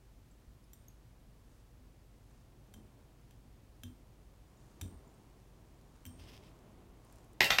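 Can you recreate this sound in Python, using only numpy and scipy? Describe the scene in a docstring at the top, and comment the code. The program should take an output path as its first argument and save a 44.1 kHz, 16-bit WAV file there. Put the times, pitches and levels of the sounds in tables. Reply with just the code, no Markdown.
"""A fly-tying bench in a quiet room, one microphone close to the vise, during a whip finish.
Over low room tone, fingers brush thread and feathers and the turning wire tool plucks the thread.
From 0.7 s the thread slips off the wire in light ticks that ring the hook; later ones shake the stand.
After 6 s the wire leaves the knot, fingers rasp along the thread and feather barbs flick past.
Last and loudest, at 7.4 s, a tool lands on the bench and bounces to rest."""
import sys
import numpy as np
from scipy import signal
from scipy.fft import rfft, irfft
from scipy.io import wavfile
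from scipy.ndimage import uniform_filter1d

SR = 44100
rng = np.random.default_rng(int(sys.argv[2]) if len(sys.argv) > 2 else 0)


def persist_wave(psi):
    """Save psi, clipped to +-1, as 16-bit WAV."""
    counts = np.round(np.clip(psi, -1, 1) * 32767).astype(np.int16)
    wavfile.write(sys.argv[1], SR, np.atleast_2d(counts).T)


N = 335160
TIME = np.arange(N) / SR
AFTER = TIME[:SR // 2]  # seconds since a contact


def gain_of(db):
    """Decibels to amplitude."""
    return 10 ** (np.asarray(db) / 20)


def unit_rms(x):
    """Scales to rms 1."""
    return x / np.sqrt(np.mean(x ** 2) + 1e-20)


def curve_at(points, hz):
    """Reads a curve on a log-frequency axis."""
    f, value = np.transpose(points)
    return np.interp(np.log(hz + 1), np.log(f + 1), value)


def add(mix, s, sound):
    """Mixes a sound in at time s."""
    part = mix[round(s * SR):][:len(sound)]
    part += sound[:len(part)]


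def coloured(x, spectrum, tilt_db=0):
    """Gives x a spectrum, tilted per octave, at rms 1."""
    hz = np.fft.rfftfreq(len(x), 1 / SR)
    gain = gain_of(curve_at(spectrum, hz) + tilt_db * np.log2(hz + 1))
    return unit_rms(irfft(rfft(x) * gain, len(x)))


def burst(spectrum, length, rise, tilt_db=0):
    """A contact: noise that rises and dies away, both timed in seconds."""
    shape = (1 - np.exp(-AFTER / rise)) * np.exp(-AFTER / length)
    return coloured(rng.standard_normal(len(AFTER)), spectrum, tilt_db) * shape / shape.max()


def ring(modes, rise, scatter_db=0):
    """Dying modes; scatter varies their levels, as when each blow lands on another spot."""
    tones = sum(gain_of(db + scatter_db * rng.standard_normal() - 60 * AFTER / t60)
                * np.sin(2 * np.pi * (hz * AFTER + rng.random())) for hz, db, t60 in modes)
    return tones * (1 - np.exp(-AFTER / rise))


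def swells(strokes, rest=0):
    """Gain over time: each stroke swells and fades as a bell, over a resting gain."""
    power = sum((gain_of(db) * np.exp(-.5 * ((TIME - s) / np.where(TIME < s, rise, fall)) ** 2)) ** 2
                for s, db, rise, fall in strokes)
    return np.sqrt(power + rest ** 2)


def friction(spectrum, gain, grain_db, grains_per_s):
    """Fibres catch and let go: grains of uneven size over a smooth hiss."""
    grains = rng.standard_normal(N) * rng.exponential(1, N) * (rng.random(N) < grains_per_s / SR)
    return gain * coloured(rng.standard_normal(N) + gain_of(grain_db) * unit_rms(grains), spectrum)


# the still room at the microphone: (frequency [Hz], relative level [dB])
AIR = [(15, -25), (28, -5.5), (50, -5), (85, -6.5), (120, -3.5), (175, -14.5), (240, -13), (330, -19.5),
       (460, -22), (700, -25.5), (1400, -32), (2500, -35), (6500, -39.5), (16000, -43.5)]
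def room_tone(air_db=-61.5, hum_db=-63.5, hum_hz=50):
    """Room rumble, microphone hiss and a low hum."""
    hum = np.sqrt(2) * np.sin(2 * np.pi * (hum_hz * TIME + rng.random()))
    return gain_of(air_db) * coloured(rng.standard_normal(N), AIR) + gain_of(hum_db) * hum


# soft finger strokes: (peak time [s], level [dB], rise [s], fall [s])
BRUSHES = [(1.55, -73.5, .06, 0.055), (2.33, -78, .08, 0.081), (4.73, -72, 0.2, 0.071),
           (5.3, -77.5, 0.3, .5), (6.35, -72, 0.37, 0.22), (7.13, -68.5, 0.076, 0.11)]
# their hiss from close by: (frequency [Hz], relative level [dB])
BRUSH_HISS = [(1000, 13.5), (3000, -3.5), (6500, 4), (10000, -1.5), (16000, -21)]
def brushing(rest_db=-83.5):
    """Fingers brush thread and feathers; the thread never quite stops sliding."""
    return friction(BRUSH_HISS, swells(BRUSHES, gain_of(rest_db)), grain_db=-1, grains_per_s=900)


# arm moves at the bench: (peak time [s], level [dB], rise [s], fall [s])
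REACHES = [(2.92, -69, .35, 0.26), (4.92, -65.5, .25, .3), (6.35, -63.5, 0.17, .5)]
# their rustle: (frequency [Hz], relative level [dB])
RUSTLE = [(60, -7), (150, 2), (260, -1), (345, 1.5), (520, -6.5), (700, -6.5), (850, -9), (1060, -9.5),
          (1500, -21), (3000, -24), (8000, -43)]
def arm_rustle(start_db=-79.5, growth_db_per_s=2):
    """The arms move over a soft rustle that grows steadily."""
    stirring = gain_of(start_db + growth_db_per_s * TIME)
    return friction(RUSTLE, swells(REACHES, stirring), grain_db=-11.5, grains_per_s=540)


def twang(modes, flat_share=0.049, settle_s=0.0054, shiver_share=0.014, shiver_s=0.0014):
    """Thread or wire starts flat and rises as it pulls tight; shivering tension shakes the pitch."""
    shiver = unit_rms(uniform_filter1d(rng.standard_normal(len(AFTER)), round(shiver_s * SR)))
    clock = np.cumsum(1 - flat_share * np.exp(-AFTER / settle_s) + shiver_share * shiver) / SR
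    tones = sum(gain_of(db - 60 * AFTER / t60) * np.sin(2 * np.pi * (hz * clock + rng.random()))
                for hz, db, t60 in modes)
    return tones * (1 - np.exp(-AFTER / 0.00045))


# tiny plucks at the hook: (time [s], level [dB], pitch [Hz], relative octave level [dB], t60 [s])
PLUCKS = [(0.312, -64, 7850, -15, .04), (0.640, -67, 5360, -2, .035), (0.883, -49, 6800, -2, 0.022),
          (4.573, -68, 7150, -20, .05), (5.076, -64.5, 7240, -10, 0.039), (5.140, -67, 8600, -10, .04)]
def plucks():
    """Thread and thin wire are plucked as the tool turns."""
    out = np.zeros(N)
    for s, db, hz, octave_db, t60 in PLUCKS:
        add(out, s, gain_of(db) * twang([(hz, 0, t60), (2 * hz, octave_db, t60)]))
    return out


# decay of the room around the bench: (frequency [Hz], t60 [s])
ROOM_T60 = [(100, 0.26), (600, 0.34), (2500, 0.23), (6000, 0.24), (14000, 0.17)]
def reflections(x, delay, build):
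    """Diffuse reflections build up after a delay and die band by band."""
    hz, t, bands = signal.stft(rng.standard_normal(len(AFTER)), SR, nperseg=256)
    decay = gain_of(-60 * t / curve_at(ROOM_T60, hz)[:, None])
    tail = signal.istft(bands * decay, SR)[1][:len(AFTER)]
    tail *= np.clip((AFTER - delay) / build, 0, 1)
    return signal.oaconvolve(x, tail / np.linalg.norm(tail))[:N]


def bump(hz):
    """A dull, low ring of the vise or the bench."""
    return ring([(hz, 4, .25)], rise=0.01)


# low knocks of the hands: (time [s], gain [dB], pitch [Hz])
BUMPS = [(0.47, -47.5, 52), (3.47, -51, 59.4), (4.488, -54, 52.3), (4.95, -50.5, 71.4), (6.181, -48.5, 85)]
def hand_bumps():
    """The hands bump the vise and the bench."""
    out = np.zeros(N)
    for s, db, hz in BUMPS:
        add(out, s, gain_of(db) * bump(hz))
    return out


# thread leaving the wire: (time [s], snap level [dB], snap length [s], hook gain [dB], tool gain [dB],
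# twang gain [dB], twang tilt [dB/octave])
SLIPS = [(0.733, -51.5, 0.0014, -77, -67, -56.5, 4), (2.739, -52, 0.0037, -57, -72, -62, 0),
         (3.309, -59.5, .0015, -68, -85, -73, -5), (3.8346, -44, 0.0023, -50, -68, -60, -3),
         (4.8123, -42.5, 0.0044, -53, -57, -49.5, -6), (4.816, -50, 0.0029, -61, -81, -56, -7),
         (6.0530, -44, 0.0013, -53.5, -78, -68, 4), (6.0626, -56, 0.0059, -57, -58, -59, 9)]
# the snap from close by: (frequency [Hz], relative level [dB])
SNAP = [(200, -12), (1000, 0.5), (2200, 1), (3100, 4), (4800, -5), (6000, 1), (7500, 1), (12000, -2.5),
        (16000, -3)]
# modes of the clamped hook, wire tool and taut thread: (frequency [Hz], relative level [dB], t60 [s])
HOOK_MODES = [(1640, -3.5, 0.03), (3153, -2, 0.076), (3500, -16, 0.14), (6002, -3.5, 0.051),
              (10700, -15, 0.07), (11900, -13, 0.062)]
TOOL_MODES = [(8600, -4.5, 0.52), (8660, -8, 0.49)]
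THREAD_MODES = [(3674, -6, 0.058), (6010, -1.5, 0.044), (7540, 0.5, 0.04), (12000, 2, .04),
                (15600, -5, .04)]
def slips():
    """The thread snaps off the wire and sets hook, tool and itself ringing."""
    out = np.zeros(N)
    middle_hz = np.median([hz for hz, db, t60 in THREAD_MODES])
    for s, snap_db, length, hook_db, tool_db, twang_db, tilt_db in SLIPS:
        thread = [(hz, db + tilt_db * np.log2(hz / middle_hz), t60) for hz, db, t60 in THREAD_MODES]
        add(out, s, gain_of(snap_db) * burst(SNAP, length, rise=.0001))
        add(out, s, gain_of(hook_db) * ring(HOOK_MODES, rise=0.00082, scatter_db=0.5))
        add(out, s, gain_of(tool_db) * ring(TOOL_MODES, rise=.006))
        add(out, s, gain_of(twang_db) * twang(thread))
    return out


# the vise stand springing back: (time [s], hum gain [dB], hum pitch [Hz], thud level [dB])
RECOILS = [(2.740, -53.5, 214.4, -61.5), (3.834, -45.5, 245, -54.5), (4.812, -54, 201, -47.5),
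           (6.054, -47, 249.8, -56)]
# its thud: (frequency [Hz], relative level [dB])
THUD = [(30, -11), (86, 4), (130, -15), (210, -2), (340, -8), (450, -22), (700, -39), (2000, -43)]
def stand_recoils(rock_hz=89, rock_db=7.5, rock_delay_s=0.0076):
    """As the thread lets go, the heavy stand answers slowly: it hums, thuds and rocks."""
    out = np.zeros(N)
    for s, hum_db, hz, thud_db in RECOILS:
        add(out, s, gain_of(hum_db) * ring([(hz, 9, .24)], rise=0.045))
        add(out, s, gain_of(thud_db) * burst(THUD, length=0.06, rise=0.021))
        add(out, s + rock_delay_s, gain_of(thud_db + rock_db) * bump(rock_hz))
    return out


# the wire coming free: (time [s], level [dB], pitch [Hz], t60 [s])
RELEASE = (6.0622, -68, 5480, .27)
def wire_release():
    """The wire's long arm rings as it leaves the finished knot."""
    out = np.zeros(N)
    s, db, hz, t60 = RELEASE
    add(out, s, ring([(hz, db, t60)], rise=.0005))
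    return out


# short finger scrapes: (peak time [s], level [dB], rise [s], fall [s])
RASPS = [(6.205, -62.5, 0.014, .055), (6.29, -58, 0.012, .018), (6.338, -60.5, 0.016, 0.031),
         (6.465, -67.5, .04, 0.031)]
# their grainy noise: (frequency [Hz], relative level [dB])
SCRAPE = [(500, 1.5), (1400, -8), (2200, -2), (3150, 1.5), (4200, -7), (5150, -1), (7000, -15.5),
          (11000, -17), (16000, -18)]
def rasping():
    """Fingers catch and slide along the thread."""
    return friction(SCRAPE, swells(RASPS), grain_db=-4.5, grains_per_s=1400)


# single feather barbs: (time [s], level [dB])
FLICKS = [(7.049, -65), (7.125, -60), (7.158, -63), (7.245, -67), (7.332, -62.5)]
# a barb's tick: (frequency [Hz], relative level [dB])
BARB_TICK = [(1000, -31), (4500, -15), (8000, 0), (12000, -2), (16000, -8)]
def feather_flicks():
    """Barbs flick past a finger."""
    out = np.zeros(N)
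    for s, db in FLICKS:
        add(out, s, gain_of(db) * burst(BARB_TICK, length=0.0017, rise=.0004))
    return out


# the bench's knock and the rattle of steel: (frequency [Hz], relative level [dB])
KNOCK = [(70, -13), (170, -8), (300, -8.5), (420, -10.5), (600, -1), (1000, -6.5), (1600, -7.5),
         (1900, 2.5), (2700, -1.5), (3800, -4), (5000, -7.5), (6500, -16.5), (9800, -27.5), (16000, -34)]
SIZZLE = [(200, -40), (10500, -24), (11700, -10), (12100, 1), (12500, -12), (13500, -24), (16000, -32)]
# modes of the struck bench: (frequency [Hz], relative level [dB], t60 [s])
BENCH_MODES = [(561, -4, 0.24), (796, -6.5, 0.24), (1079, -9, 0.3), (1361, -0.5, 0.18), (1840, 0, 0.15),
               (1956, -1, 0.16), (2420, 2, 0.23), (2490, 8, 0.079), (2780, -5, 0.16), (3140, -4, 0.27),
               (3700, -14, 0.15), (3790, -4, 0.18), (4560, -8, 0.12), (4840, -7.5, 0.19), (7000, -22, .2),
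               (8700, -16, .15)]
def blow(tilt_db):
    """One contact of metal on the bench: a knock, the ringing top and a sizzle of steel."""
    return (burst(KNOCK, length=.0024, rise=0.00059, tilt_db=tilt_db)
            + gain_of(-23.5) * ring(BENCH_MODES, rise=0.0014, scatter_db=2.5)
            + gain_of(-28) * burst(SIZZLE, length=0.036, rise=0.00067))


# the tool striking the bench near the microphone, landings and the larger bounces between them, each played
# alike: (time [s], level [dB], tilt [dB/octave], clang pitch [Hz], clang gain [dB])
STRIKES = [(7.4064, -17, -0.5, 2150, -24), (7.4156, -28, 0.5, 3060, -31), (7.4431, -27.5, 8.5, 2730, -23),
           (7.5050, -18.5, .5, 3480, -30), (7.5235, -39, 5, 7450, -43), (7.5437, -39, 7, 2560, -35),
           (7.5855, -19.5, 0.5, 2700, -16)]
# the bench top giving under each: (frequency [Hz], relative level [dB], t60 [s])
BOOM_MODES = [(30, -1, .3), (81.7, 0.5, .25), (128, -1, .18), (162, 3, 0.19)]
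def tool_clatter(touch_lead_s=.0016, chatter_gap_s=.0052, chatter_db=-10.5, loss_db=3.5):
    """One end touches, lighter and brighter; the full blow and two rebounds follow, each with its echoes."""
    out = np.zeros(N)
    for s, db, tilt_db, clang_hz, clang_db in STRIKES:
        clang = gain_of(clang_db) * ring([(clang_hz, 1, .03)], rise=0.0011)
        contacts = [(s - touch_lead_s, gain_of(db - 8.5) * blow(tilt_db + 4)),
                    (s, gain_of(db) * blow(tilt_db) + clang)]
        for k in range(2):
            rebound = gain_of(db + chatter_db - k * loss_db) * blow(tilt_db)
            contacts.append((s + (k + 1) * chatter_gap_s, rebound))
        for at, sound in contacts:
            add(out, at, sound)
            add(out, at, gain_of(-3) * reflections(sound, delay=0.0021, build=0.011))
        add(out, s, gain_of(db - 29.5) * ring(BOOM_MODES, rise=.003))
    return out


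def scene():
    """One close microphone feeds both channels; the knot's ticks carry a little of the room."""
    knot = plucks() + slips() + wire_release()
    knot += gain_of(-11.5) * reflections(knot, delay=0.0054, build=.015)
    hands = brushing() + arm_rustle() + hand_bumps() + rasping() + feather_flicks()
    mono = room_tone() + hands + knot + stand_recoils() + tool_clatter()
    return np.array([mono, mono])


def record(dry, edge_hz=15950):
    """The recorder's band limit."""
    low_pass = signal.firwin(511, edge_hz, window=("kaiser", 9), fs=SR)
    return signal.oaconvolve(dry, low_pass[None], "same")


dry = scene()
out = record(dry)
persist_wave(out)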